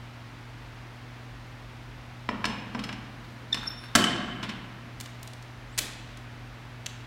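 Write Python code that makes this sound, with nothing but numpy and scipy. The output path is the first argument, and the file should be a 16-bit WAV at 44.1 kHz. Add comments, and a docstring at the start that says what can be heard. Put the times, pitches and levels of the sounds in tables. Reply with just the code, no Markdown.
"""In a large gym with humming ventilation, a rubber weight plate is loaded on a steel barbell.
Its steel hub (the centre ring) knocks on the sleeve (the end of the bar), squeaks along it and slams
into the shoulder that stops it. Each blow cracks, rings the steel and thuds through the rubber.
A plastic collar then ticks onto the sleeve, slides up to the plate and is snapped shut.
The hall echoes these sounds."""
import sys
import numpy as np
from scipy import signal
from scipy.fft import rfft, irfft
from scipy.io import wavfile
from scipy.ndimage import uniform_filter1d

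SR = 44100
rng = np.random.default_rng(int(sys.argv[2]) if len(sys.argv) > 2 else 0)


def file_out(sig):
    """Save sig as 16-bit WAV at sys.argv[1]."""
    # one column per channel
    cols = np.atleast_2d(sig).T
    # limit, then scale
    lim = np.clip(cols, -1, 1)
    pcm = np.round(lim * 32767).astype(np.int16)
    wavfile.write(sys.argv[1], SR, pcm)


N = 311434
T = np.arange(SR) / SR  # one second of sample times
PATHS = 3  # directions in which a blow spreads into the hall


def hub_slams():
    """The hub slams into the shoulder of the bar and bounces once."""
    # blows: start_s, level_db, brightness_hz, decay_s, thud_db, ring_db
    blows = [(3.9517, -15.5, 9000, .005, -6, -6), (3.9555, -16.5, 11000, .005, -7, -7),
             (4.0402, -28, 7000, .006, -8, 4.5)]
    # tone of the contact: frequency_hz, level_db
    colour = [(30, -76), (80, -3), (200, 0.5), (450, -6.5), (800, -3), (1350, 4.5), (2400, -3.5),
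              (4300, -4), (6800, -6.5), (7800, -4.5), (10500, -12), (16000, -15)]
    # steel notes with the plate pushed home: pitch_hz, level_db, ring_s
    notes = [(1370, -10, .015), (1900, -6, .025), (2218, -13, .025), (3040, 4, .024), (4125, -13, .03),
             (4325, -13, .03), (5140, -13, .05), (5720, -12, .03), (6110, -14, .04), (7670, -14, .05),
             (7820, -16, .04), (8450, -20, .05), (10300, -24, .05)]
    return plate_blows(blows, colour, notes)


def hub_knocks():
    """The hub knocks on the sleeve; the rubber and the gripping hand soon stop the ringing."""
    # blows: start_s, level_db, brightness_hz, decay_s, thud_db, ring_db
    blows = [(2.2895, -26.5, 1570, 0.0018, -4.5, -15.5), (2.4425, -25.5, 2100, 0.0016, -16, -12),
             (2.4528, -28.5, 7500, 0.0058, -0.5, -2), (2.7475, -33, 1160, 0.0053, 3, -13),
             (2.7907, -37, 5030, 0.0076, -10, -11.5), (2.8376, -36.5, 8000, 0.0073, -16, -3),
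             (2.889, -35.5, 3500, .0068, -6, -22), (2.9268, -41.5, 5860, 0.0035, -21, -6),
             (3.5435, -34, 11000, 0.004, -4.5, 2), (4.4275, -31.5, 5000, 0.015, -6, -12),
             (4.49, -34.5, 5470, 0.014, -3, -12)]
    # tone of the contact: frequency_hz, level_db
    colour = [(30, -63), (100, -39), (450, -12), (780, -8.5), (1000, -2), (1750, -4.5), (2200, -2.5),
              (2900, -3.5), (3400, -3.5), (5200, -12), (9000, -16.5), (16000, -24)]
    # steel notes of the sleeve: pitch_hz, level_db, ring_s
    notes = [(1809, -4, .03), (2471, -3, .04), (2724, -4, .04), (2900, 2, .04), (3914, -7, .04),
             (4350, -2, .04), (5150, -1, .08), (5280, -2, .08), (5645, -6, .04), (6115, -9, .05),
             (7100, -15, .05), (7617, -16, .07), (8155, -14, .05), (10050, -21, .06)]
    return plate_blows(blows, colour, notes)


def plate_blows(blows, colour, steel_notes):
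    """Each blow makes a crack, a rubber thud and a steel ring, each leaving along its own path."""
    # low notes of the rubber: pitch_hz, level_db, ring_s
    rubber_notes = [(143, 2, 0.018), (224.4, 0, 0.036)]
    out = np.zeros((PATHS, N))
    for k, (start_s, db, bright_hz, decay_s, thud_db, ring_db) in enumerate(blows):
        add(out[k % PATHS], start_s, amp(db) * crack(colour, bright_hz, decay_s))
        add(out[(k + 1) % PATHS], start_s, amp(db + thud_db) * ring(rubber_notes))
        add(out[(k + 2) % PATHS], start_s, amp(db + ring_db) * ring(steel_notes))
    return out


def crack(colour, bright_hz, decay_s, size=4096):
    """Two surfaces chatter for a moment as they meet; a softer contact has less treble."""
    hz = abs(np.fft.fftfreq(size, 1 / SR))
    age = T[:size] / decay_s
    chatter = np.fft.fft(rng.standard_normal(size) * np.exp(-age) * (1 - np.exp(-age / 0.22)))
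    chatter /= np.sqrt(uniform_filter1d(abs(chatter) ** 2, size=64, mode="wrap"))  # even out the tone
    log_gain = np.log(amp(read(colour, hz)) / np.sqrt(1 + (hz / bright_hz) ** 4))
    tone_filter = np.exp(np.conj(signal.hilbert(log_gain)))  # no sound comes before the hit
    fade = np.cos(np.linspace(0, np.pi / 2, size)) ** 2
    return unit_blow(np.fft.ifft(chatter * tone_filter).real * fade)


def ring(notes):
    """Notes fade by 60 dB in ring_s; each blow lands elsewhere and mixes them a little differently."""
    hz, db, ring_s = np.transpose(notes)[:, :, None]
    size = amp(db + rng.standard_normal(hz.shape))
    size[1::2] *= -1  # neighbouring notes swing against each other
    swing = np.sin(2 * np.pi * hz * T) * (1 - np.exp(-2 * hz * T))  # swells within a cycle
    return unit_blow((size * np.exp(-np.log(1000) * T / ring_s) * swing).sum(0))


def hub_squawk():
    """The hub breaks loose with one squawk."""
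    # slip: peak_s, level_db, rise_s, fall_s
    slips = [(3.530, -15.5, 0.0018, 0.0042)]
    return squeak(slips, top_hz=1799, sag=0.019, harmonics_db=[-20.5, -2.5, -13.5, -28, -35, -49],
                  jitter=.022, flutter_db=1)


def hub_squeals():
    """The hub squeals in spurts along the sleeve."""
    # slips: peak_s, level_db, rise_s, fall_s
    slips = [(3.679, -23.5, 0.0038, 0.0045), (3.708, -41.5, 0.005, 0.032), (3.778, -47, .012, 0.039),
             (3.949, -48, .003, .002)]
    return squeak(slips, top_hz=5440, sag=0.0083, harmonics_db=[0, -27], jitter=.013, flutter_db=3)


def squeak(slips, top_hz, sag, harmonics_db, jitter, flutter_db):
    """Slipping steel squeaks; as the slip weakens, the pitch drops by up to the fraction sag."""
    strength = swells(slips)
    hz = top_hz * (1 - sag * (1 - strength / strength.max()))
    return strength * stick_slip(hz, harmonics_db, jitter, flutter_db)


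def stick_slip(hz, harmonics_db, jitter, flutter_db):
    """Rapid sticking and slipping on steel makes a tone of unsteady pitch and strength."""
    cycles = np.cumsum(hz * (1 + jitter * wander(len(hz), rate_hz=900))) / SR
    tone = sum(amp(db) * np.sin(2 * np.pi * k * cycles) for k, db in enumerate(harmonics_db, 1))
    return unit_rms(tone) * amp(flutter_db * wander(len(hz), rate_hz=150))


def collar_clicks():
    """The plastic collar ticks against the sleeve and the plate."""
    # clicks: start_s, level_db, brightness_hz
    clicks = [(5.001, -42, 8500), (5.0088, -39.5, 10600), (5.0583, -44.5, 4300), (5.2294, -45, 16000),
              (5.2748, -46, 8600), (5.3337, -49, 5900), (5.4249, -53.5, 7000), (5.7775, -32.5, 9100),
              (5.7815, -30.5, 10100), (5.7858, -28, 12300), (5.7888, -24.5, 11200), (6.1722, -52, 8000)]
    # tone of the plastic: frequency_hz, level_db
    colour = [(100, 1), (500, -12), (1700, -1), (2800, 0), (4200, 2), (5200, 0), (7300, 2), (11000, -2),
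              (16000, -4)]
    return plastic_clicks(clicks, colour, decay_s=0.0025)


def collar_latch():
    """The collar's lever snaps shut."""
    # clicks: start_s, level_db, brightness_hz
    clicks = [(6.861, -38, 7000), (6.8647, -33.5, 7000)]
    # tone of the lever: frequency_hz, level_db
    colour = [(200, -18), (1800, -5.5), (2800, 1.5), (4300, 0), (5000, -6), (6800, 6), (8500, -6.5),
              (16000, -11)]
    return plastic_clicks(clicks, colour, decay_s=0.0011)


def plastic_clicks(clicks, colour, decay_s):
    """Plastic clicks without ringing; the clicks take the paths in turn."""
    out = np.zeros((PATHS, N))
    for k, (start_s, db, bright_hz) in enumerate(clicks):
        add(out[k % PATHS], start_s, amp(db) * crack(colour, bright_hz, decay_s))
    return out


def hub_rub(judder_db=4, grit_db=4):
    """Each shove drags steel over steel with a gritty hiss."""
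    # tone of the hiss: frequency_hz, level_db
    colour = [(300, 2), (1500, 18), (3000, 4), (4300, 9), (5300, -6), (7000, -7), (14000, -12),
              (16000, -22)]
    # shoves: peak_s, level_db, rise_s, fall_s
    shoves = [(3.29, -55, .07, 0.1), (3.55, -45.5, 0.018, 0.1), (3.68, -52, 0.044, 0.045),
              (3.84, -52.5, 0.019, 0.12)]
    hiss = noise(colour) * swells(shoves)
    return hiss * amp(judder_db * wander(N, rate_hz=200) + grit_db * wander(N, rate_hz=1800))


def whistles():
    """Light sliding contact whistles faintly; the pitch glides with the speed."""
    # the hub twice, then the collar: start_s, length_s, first_pitch_hz, last_pitch_hz, level_db
    glides = [(3.685, .035, 14500, 13600, -60), (3.74, .15, 9500, 10100, -66),
              (5.675, 0.13, 6200, 10000, -66)]
    out = np.zeros(N)
    for start_s, length_s, first_hz, last_hz, db in glides:
        progress = np.arange(0, length_s, 1 / SR) / length_s
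        hz = first_hz * (last_hz / first_hz) ** progress
        tone = stick_slip(hz, harmonics_db=[0], jitter=.028, flutter_db=5.5)
        add(out, start_s, amp(db) * np.sin(np.pi * progress) * tone)
    return out


def soft_floor(x, delay_s=.003, echo_db=-7, dull_hz=4000):
    """The soft floor adds one dull echo just after the direct sound."""
    out = x.copy()
    echo = amp(echo_db) * signal.lfilter(*signal.butter(1, dull_hz, fs=SR), x)
    add(out, delay_s, echo)
    return out


def hall(x, build_s=0.0064, early_s=0.062):
    """Nearby racks scatter the sound first; then each frequency dies away at its own speed."""
    # tone of the echo: frequency_hz, level_db
    colour = [(80, -2), (220, 1), (450, 10), (1200, -2), (3000, -0.5), (6000, -4.5), (10000, -3.5),
              (16000, 1.5)]
    # time the echo takes to fade by 60 dB: frequency_hz, fade_s
    fade_times = [(100, 1.7), (220, 2.64), (500, 1.18), (1300, 1.91), (2800, 1.4), (5000, 0.88),
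                  (8000, 0.68), (15000, 0.24)]
    t = np.arange(2 * SR) / SR
    echoes = rng.standard_normal(len(t)) * (rng.random(len(t)) < 5000 / SR)  # about 5000 a second
    hz, frame_s, bands = signal.stft(echoes, SR, nperseg=256)
    fade = np.exp(-np.log(1000) * frame_s / read(fade_times, hz)[:, None])
    bands = bands * amp(read(colour, hz))[:, None] * fade
    tail = signal.istft(bands, SR, nperseg=256)[1][:len(t)]
    tail *= (1 - np.exp(-t / build_s)) * (1 + np.exp(-t / early_s))  # builds up, strongest early on
    return signal.fftconvolve(x, tail / np.linalg.norm(tail))[:N]


def ventilation(waver=0.064, drift_hz=0.81):
    """Air rushes, the ducts rumble and the fan motors hum unsteadily."""
    # motor hum: pitch_hz, level_db
    motor_notes = [(119.9, -46.5), (164, -68), (240, -57), (285, -65.5), (327, -66.5)]
    # tone of the rushing air: frequency_hz, level_db
    air = [(150, -25), (270, 2), (480, -2), (700, 1), (1100, -0.5), (2000, -2), (3000, -7), (4100, -11),
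           (5500, -16), (7700, -24), (10500, -28), (16000, -32.5)]
    # tone of the duct rumble: frequency_hz, level_db
    duct = [(20, -50), (36, -26), (43, 6), (49, -1), (56, -4.5), (72, -8.5), (100, -3.5), (130, -9),
            (200, -14), (300, -19), (600, -57)]
    hum = np.zeros(N)
    for hz, db in motor_notes:
        strength = amp(db) * (1 + waver * wander(N, rate_hz=14))
        pitch_hz = hz + drift_hz * wander(N, rate_hz=3.156)
        hum += strength * np.sin(2 * np.pi * np.cumsum(pitch_hz) / SR)
    return np.sqrt(2) * hum + amp(-49.5) * noise(air) + amp(-51) * noise(duct)


def swells(slips):
    """Strength of sliding: each slip grows to its peak and dies away."""
    t = np.arange(N) / SR
    strength = np.zeros(N)
    for peak_s, db, rise_s, fall_s in slips:
        from_peak = np.maximum((peak_s - t) / rise_s, (t - peak_s) / fall_s)
        strength += amp(db) * np.exp(-np.minimum(from_peak, 100))
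    return strength


def noise(colour):
    """Steady noise with the given tone colour."""
    gain = amp(read(colour, np.fft.rfftfreq(N, 1 / SR)))
    return unit_rms(irfft(rfft(rng.standard_normal(N)) * gain, N))


def wander(count, rate_hz):
    """A random drift of about size 1."""
    points = rng.standard_normal(16384)
    return np.interp(np.arange(count) * rate_hz / SR, np.arange(len(points)), points)


def amp(db):
    """Turns decibels into a gain."""
    return 10 ** (np.asarray(db) / 20)


def unit_rms(x):
    """Scales a lasting sound to an average (rms) level of 1."""
    return x / np.sqrt(np.mean(x ** 2) + 1e-20)


def unit_blow(x):
    """Scales a blow to the energy of 10 ms at level 1."""
    return x * np.sqrt(SR / 100 / (np.sum(x ** 2) + 1e-20))


def read(points, hz):
    """Reads between a table's rows on a log-frequency scale."""
    row_hz, value = np.transpose(points)
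    return np.interp(np.log(hz + 1), np.log(row_hz + 1), value)


def add(mix, start_s, sound):
    """Adds a sound to the mix at start_s."""
    part = mix[round(start_s * SR):][:len(sound)]
    part += sound[:len(part)]


def scene():
    """Plate and collar sound over the ventilation; every path into the hall echoes differently."""
    knocks = hub_knocks()
    slams = hub_slams()
    friction = hub_squawk() + hub_squeals() + whistles() + hub_rub()
    clicks = collar_clicks()
    latch = collar_latch()
    to_hall = amp(-5.5) * knocks + amp(-4) * slams + amp(-5) * clicks + amp(-7.5) * latch
    to_hall[0] += amp(-11) * friction
    direct = soft_floor((knocks + slams + clicks + latch).sum(0)) + friction
    return (direct + sum(hall(path) for path in to_hall) + ventilation())[None]


def record(dry, ceiling=.8, top_hz=16020):
    """The microphone rounds off the hardest peaks; then the highest treble is cut."""
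    rounded = ceiling * np.tanh(dry / ceiling)
    treble_cut = signal.firwin(401, top_hz, window=("kaiser", 9), fs=SR)
    return signal.oaconvolve(rounded, treble_cut[None], "same")


dry = scene()
out = record(dry)
file_out(out)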